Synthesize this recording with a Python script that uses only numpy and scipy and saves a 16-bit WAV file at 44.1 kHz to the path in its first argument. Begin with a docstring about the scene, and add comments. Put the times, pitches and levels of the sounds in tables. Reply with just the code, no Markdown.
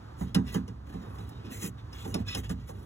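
"""Outdoors at a stripped car door, a stereo microphone pair close to its loose window track.
A hand works the track to and fro: it scrapes in its seat, clicks against the frame and rings.
Each knock spreads into the sheet metal as a clunk, and just after it the hollow door booms.
A jacket sleeve brushes softly; farther off lie a low rumble and a soft outdoor hush."""
import sys
import numpy as np
from scipy import signal
from scipy.fft import rfft, irfft, next_fast_len
from scipy.io import wavfile
from scipy.ndimage import uniform_filter1d, map_coordinates

SR = 44100
rng = np.random.default_rng(int(sys.argv[2]) if len(sys.argv) > 2 else 0)


def unload_wav(signal):
    """Save mono or channel-first audio to the path in sys.argv[1] as 16-bit WAV at rate SR, clipped to [-1, 1]."""
    wavfile.write(
        sys.argv[1],
        SR,
        np.round(np.clip(np.atleast_2d(signal).T, -1, 1) * 32767).astype(np.int16),
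    )


N = 125685


# knocks of the track: t/s, click level/dB, click treble tilt/(dB/octave), click bite f/Hz,
# clunk level/dB, relative boom level/dB, boom tilt/(dB/octave), boom lag/s
KNOCKS = [(.205, -69, 0, 7200, -39, -26.5, -7, 0.0063), (0.3448, -28, 1, 4350, -29.5, -16, 1, .015),
          (0.5413, -41, 4, 6950, -32, -22, 1.5, .014), (0.677, -51, -2, 6070, -48.5, -39, -0.5, .012),
          (.936, -61, -1, 6900, -50, -33, 5.5, .012), (1.182, -49, -8, 6200, -47, -40.5, -1, .01),
          (1.29, -52.5, 11.5, 13400, -54, -63, -2, 0.013), (1.632, -57, 11, 8000, -57, -33, -4.5, 0.00866),
          (1.927, -52, -1, 5200, -53.5, -77, 4, .01), (2.045, -46, -6, 8000, -44, -35, 9, 0.01056),
          (2.1406, -32.5, 0.5, 5300, -37, -27, 2.5, 0.0084),
          (2.3465, -32.5, 0.5, 3270, -38, -33, 7.5, .012),
          (2.4929, -43.5, 0, 9300, -38, -27.5, -2, 0.01106), (2.688, -55.5, 0, 9100, -46, -45, 13, .01)]
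# click spectrum before tilt and bite: f/Hz, relative level/dB
CLICK_SPECTRUM = [(400, 4), (1200, -2), (1750, -4), (2200, 2), (2900, 5), (5200, 3), (7000, -1),
                  (10000, 0.5), (16000, -15.5)]
# left-right likeness close to the microphones: f/Hz, likeness/0-1
NEAR_LIKENESS = [(200, .99), (600, .93), (1300, .78), (3000, .9), (5000, .97), (15000, .95)]

def clicks():
    """Close up, the track snaps against the frame with a bright crack and rings briefly."""
    rise_s, hold_s, bite_db, bite_octaves = 0.002, 0.0029, 6.5, 0.13
    chatter = coloured(white(), CLICK_SPECTRUM, NEAR_LIKENESS)
    crack = np.zeros((2, N))
    for start, db, tilt_db, bite_hz, *_ in KNOCKS:
        snap = burst(start, rise_s, hold_s, t60=0.04)
        tail = amp(-18.5) * burst(start, rise_s, hold_s, t60=0.11)
        # the point of contact favours one band
        bite = lambda hz: bite_db * np.exp(-(np.log2((hz + 1) / bite_hz) / bite_octaves) ** 2)
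        colour = lambda hz: amp(tilt_db * np.log2(hz + 1000) + bite(hz))
        crack += amp(db) * (snap + tail) * unit(filtered(chatter, colour))
    return crack + amp(-4) * track_ring(crack)


# strokes of the track: start t/s, end t/s, relative levels of rasp/dB, hiss/dB, drone/dB
STROKES = [(0.188, 0.249, -60, -57, -44.5), (0.256, 0.318, -56.5, -70, -51), (0.463, 0.52, -48, -57.5, -56),
           (0.53, 0.57, -47, -45, -47), (0.869, 1.118, -62, -69.5, -45.5), (1.134, 1.303, -62, -65.5, -51),
           (1.32, 1.427, -62.5, -78, -49.5), (1.446, 1.519, -53.5, -69, -45.5),
           (1.517, 1.603, -53.5, -46, -46), (1.617, 1.684, -45.5, -39.5, -37.5),
           (1.79, 1.804, -52, -68, -66), (1.928, 2.051, -52, -60, -72), (2.048, 2.121, -59.5, -52.5, -44.5),
           (2.135, 2.229, -56, -64.5, -36.5), (2.274, 2.351, -39, -53, -52),
           (2.369, 2.404, -49.5, -43, -40), (2.435, 2.466, -49, -55, -43.5),
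           (2.509, 2.514, -40, -37.5, -29), (2.566, 2.682, -61, -73.5, -60),
           (2.683, 2.709, -54.5, -49, -47), (2.736, 2.88, -66, -68.5, -50.5)]
# spectra of the rasping track, hissing seal and droning door: f/Hz, relative level/dB
RASP_SPECTRUM = [(60, -60), (300, -20), (1000, -6), (1900, -3.5), (2250, -3), (2900, -2.5), (3800, 1.5),
                 (5200, -8.5), (7000, -15), (16000, -54)]
HISS_SPECTRUM = [(200, -50), (900, -24), (1900, 2.5), (3500, -10), (5000, -24), (6000, 3.5), (7000, 2),
                 (9000, 1), (11500, 0.5), (13500, -2), (16000, -5.5)]
DRONE_SPECTRUM = [(25, -57), (60, 0), (120, -5), (190, 3), (255, 0.5), (300, -6), (360, -4.5), (450, -6),
                  (550, -15), (1200, -24.5), (2500, -32), (8000, -67)]

def scrapes():
    """Each stroke rasps through the track's modes, hisses along the seal and sets the door droning."""
    fade_db, hard_rub_db = -1.5, -43.5
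    fade = lambda start, end: amp(fade_db * np.minimum(since(start) / (end - start), 1))
    rasp_level, hiss_level, drone_level = sum(
        amp(dbs)[:, None] * gate(start, end) * fade(start, end) for start, end, *dbs in STROKES)
    grip = amp(1.87 * wobble(rate=70) + 0.91 * wobble(rate=350))
    rasp = grip * rasp_level * coloured(shifting(slips(), depth_db=5), RASP_SPECTRUM, NEAR_LIKENESS)
    hiss = grip * hiss_level * coloured(shifting(slips(), depth_db=4.5), HISS_SPECTRUM, NEAR_LIKENESS)
    drone = drone_level * coloured(shifting(white(), depth_db=4.5), DRONE_SPECTRUM, NEAR_LIKENESS)
    pressure = (rasp_level / amp(hard_rub_db)) ** 0.32  # the harder the rub, the more the metal sings
    return amp(-1.5) * rasp + amp(-4) * track_ring(pressure * rasp) + hiss + drone


def slips():
    """Friction force: tiny slips of uneven size over a smooth rub."""
    slips_per_s, spread_db, power_share = 1800, 3, 0.38
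    slipping = rng.random((2, N)) < slips_per_s / SR
    grains = slipping * white() * amp(spread_db * white())
    return np.sqrt(power_share) * unit(grains) + np.sqrt(1 - power_share) * white()


def shifting(pair, depth_db):
    """Narrow resonances come and go as the contact point moves."""
    spectra = signal.stft(pair, nperseg=1024)[2]
    peaks = uniform_filter1d(rng.standard_normal(spectra.shape[1:]), size=3, axis=0)
    drifting_peaks = uniform_filter1d(peaks, size=7, axis=1)
    return signal.istft(spectra * amp(depth_db * unit(drifting_peaks)), nperseg=1024)[1][:, :N]


# modes of the metal track: f/Hz, relative level/dB, t60/s
TRACK_MODES = [(1970, -3.5, 0.082), (2546, 2.5, 0.05), (2745, 0, 0.04), (2877, -0.5, 0.078),
               (3150, -4, 0.029), (3420, -5, 0.089), (3720, -10, 0.074), (4187, -1, 0.035),
               (5180, -23, 0.028), (5190, 11, .025), (6920, 1, .025), (8370, 6.5, .04), (9160, 6, 0.023)]

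def track_ring(force):
    """A force drives the track's quickly dying modes."""
    t = np.arange(SR // 4) / SR
    ring = sum(amp(db - 60 * t / t60) * np.sin(2 * np.pi * (hz * t + rng.random()))
               for hz, db, t60 in TRACK_MODES)
    return signal.fftconvolve(force, ring[None] / np.linalg.norm(ring), axes=1)[:, :N]


# spectrum of the knocked sheet metal: f/Hz, relative level/dB
CLUNK_SPECTRUM = [(30, -53), (100, -12), (300, -1), (450, 2), (600, -2), (800, 1), (1300, -11.5),
                  (1800, -15), (2200, -18.5), (8000, -30), (16000, -43)]

def clunks():
    """Each knock spreads into the crowded middle modes of the door's sheet metal."""
    lag_s = 0.0028
    envelope = sum(amp(db) * burst(start + lag_s, rise=0.0017, hold=0.012, t60=0.15)
                   for start, _, _, _, db, *_ in KNOCKS)
    return envelope * coloured(shifting(white(), depth_db=4.5), CLUNK_SPECTRUM, NEAR_LIKENESS)


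# modes of the hollow door: f/Hz, relative level/dB, t60/s
DOOR_MODES = [(71, -14, 0.36), (102.8, -18.5, .5), (130.1, -10, 0.35), (180.5, 1.5, 0.22), (197.5, 4, 0.13),
              (226.2, -10.5, 0.41), (260.7, -4, 0.27), (333.3, -9.5, .15), (359.8, -11.5, 0.1),
              (443.5, -14, 0.16), (449, -20.5, 0.09), (533, -25, 0.084), (773, -18, 0.15)]

def booms():
    """The door's low modes swell a moment after each knock, in a balance that varies by knock."""
    rise_s, gain_db = 0.0053, 3
    hz, mode_db, t60 = np.transpose(DOOR_MODES)[:, :, None]
    boom = np.zeros(N)
    for start, *_, db, tilt_db, lag in KNOCKS:
        t = since(start + lag)
        gains = amp(mode_db + tilt_db * np.log2(hz))
        modes = gains * amp(-60 * t / t60) * np.sin(2 * np.pi * hz * t)
        ring = np.sqrt(2) * modes.sum(axis=0) / np.linalg.norm(gains)
        boom += amp(db + gain_db) * ring * (1 - np.exp(-t / rise_s))
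    return boom


# sleeve rustles as the hand changes grip: start t/s, end t/s, level/dB
RUSTLES = [(0.864, 1.04, -56), (1.042, 1.235, -52)]
# spectrum of the cloth: f/Hz, relative level/dB
SLEEVE_SPECTRUM = [(40, -46), (200, 14.5), (500, 4.5), (1100, 11.5), (1600, -1), (2500, -9), (6000, -45)]
# left-right likeness farther from the microphones: f/Hz, likeness/0-1
FAR_LIKENESS = [(150, 1), (400, 0.64), (900, 0.44), (2000, 0.54), (8000, 1)]

def sleeve():
    """The jacket sleeve brushes softly while the arm moves."""
    envelope = sum(amp(db) * gate(start, end) for start, end, db in RUSTLES)
    return envelope * amp(3.2 * wobble(rate=19)) * coloured(white(), SLEEVE_SPECTRUM, FAR_LIKENESS)


# rise and fall of the rumble: t/s, relative level/dB
RUMBLE_LEVELS = [(0, -51.5), (.45, -39), (.85, -47), (1.35, -44.5), (1.95, -46.5), (2.2, -39),
                 (2.42, -40.5), (2.57, -42.5), (2.85, -44)]
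# spectra of the background: f/Hz, relative level/dB
RUMBLE_SPECTRUM = [(20, -24), (35, -29), (50, -9.5), (62, -1), (72, -3), (84, -12), (103, 1.5), (122, -7.5),
                   (170, -17.5), (300, -30.5), (600, -35), (2000, -106)]
HUSH_SPECTRUM = [(25, -19), (100, 5.5), (300, 4.5), (550, -5), (800, -2), (1150, -2), (1600, -8.5),
                 (2200, -17.5), (4000, -19.5), (8000, -31), (16000, -38.5)]

def outdoors():
    """Well behind the door, a low wavering rumble and a soft hush, as of far traffic."""
    rumble_db = np.interp(np.arange(N) / SR, *np.transpose(RUMBLE_LEVELS)) + 1
    rumble = amp(rumble_db) * coloured(white(), RUMBLE_SPECTRUM, FAR_LIKENESS)
    hush = amp(-53 + 1.8 * wobble(rate=6)) * coloured(white(), HUSH_SPECTRUM, FAR_LIKENESS)
    return rumble + hush


def amp(db):
    """Decibels to gain."""
    return 10 ** (np.asarray(db) / 20)


def unit(x):
    """Scaled to rms 1."""
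    return x / np.sqrt(np.mean(x ** 2) + 1e-20)


def along(points, hz):
    """(f/Hz, value) points read on a log frequency axis."""
    freqs, values = np.transpose(points)
    return np.interp(np.log(hz + 1), np.log(freqs + 1), values)


def since(start):
    """Seconds after start, zero before it."""
    return np.maximum(np.arange(N) / SR - start, 0)


def burst(start, rise, hold, t60):
    """Envelope of a contact: rise, hold and decay, in seconds."""
    return (1 - np.exp(-(since(start) / rise) ** 2)) * amp(-60 * since(start + hold) / t60)


def gate(start, end, rise_s=0.013, fall_s=0.014):
    """Soft-edged envelope of a hand movement."""
    t = np.arange(N) / SR
    return (1 + np.tanh((t - start) / rise_s)) * (1 + np.tanh((end - t) / fall_s)) / 4


def wobble(rate):
    """A smooth random curve, rate knots a second."""
    return map_coordinates(rng.standard_normal(1024), [np.arange(N) * rate / SR], mode="wrap")


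def white():
    """Two unrelated white noises."""
    return rng.standard_normal((2, N))


def filtered(x, response):
    """x through a complex frequency response."""
    size = next_fast_len(N + SR // 2)
    return irfft(rfft(x, size) * response(np.fft.rfftfreq(size, 1 / SR)), size)[..., :N]


def coloured(pair, spectrum, likeness):
    """Two unrelated signals as stereo of rms 1 with the given spectrum and left-right likeness."""
    def response(hz):
        width = np.arccos(np.clip(along(likeness, hz), -1, 0.999)) / 2
        return amp(along(spectrum, hz)) * [np.cos(width), np.sin(width)]
    mid, side = filtered(pair, response)
    return unit(np.array([mid + side, mid - side]))


def scene():
    """The door up close, the arm beside it and the open air behind."""
    return clicks() + clunks() + booms() + scrapes() + sleeve() + outdoors()


# phase of the left microphone relative to the right: f/Hz, phase/rad
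LEFT_PHASE = [(0, 0), (250, -.45), (460, -1.3), (700, -3.1), (1400, -5.7), (2000, -5.1), (2250, -4),
              (3700, -4.7), (6400, -.2), (7500, .3), (8500, 2.9), (9500, 3.4), (10500, 6.1), (11600, 6.4),
              (12500, 9), (13700, 9.6), (14600, 12.5)]
# level of the left microphone relative to the right: f/Hz, level/dB
LEFT_LEVEL = [(60, -1.8), (110, -2), (200, -4.5), (430, -1.5), (750, -5.5), (1300, -0.5), (3000, 0),
              (8000, 0)]

def record(dry):
    """The microphone pair shifts phase and level between channels and cuts deep bass and top treble."""
    low_cut_hz, top_hz = 44, 15950
    sides = np.array([[0.5], [-0.5]])
    balance = lambda hz: amp(sides * along(LEFT_LEVEL, hz))
    phase = lambda hz: np.exp(1j * sides * np.interp(hz, *np.transpose(LEFT_PHASE)))
    low_cut = lambda hz: (1j * hz) ** 2 / (low_cut_hz ** 2 - hz ** 2 + 1j * hz * low_cut_hz)
    return filtered(dry, lambda hz: balance(hz) * phase(hz) * low_cut(hz) * (hz < top_hz))


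dry = scene()
out = record(dry)
unload_wav(out)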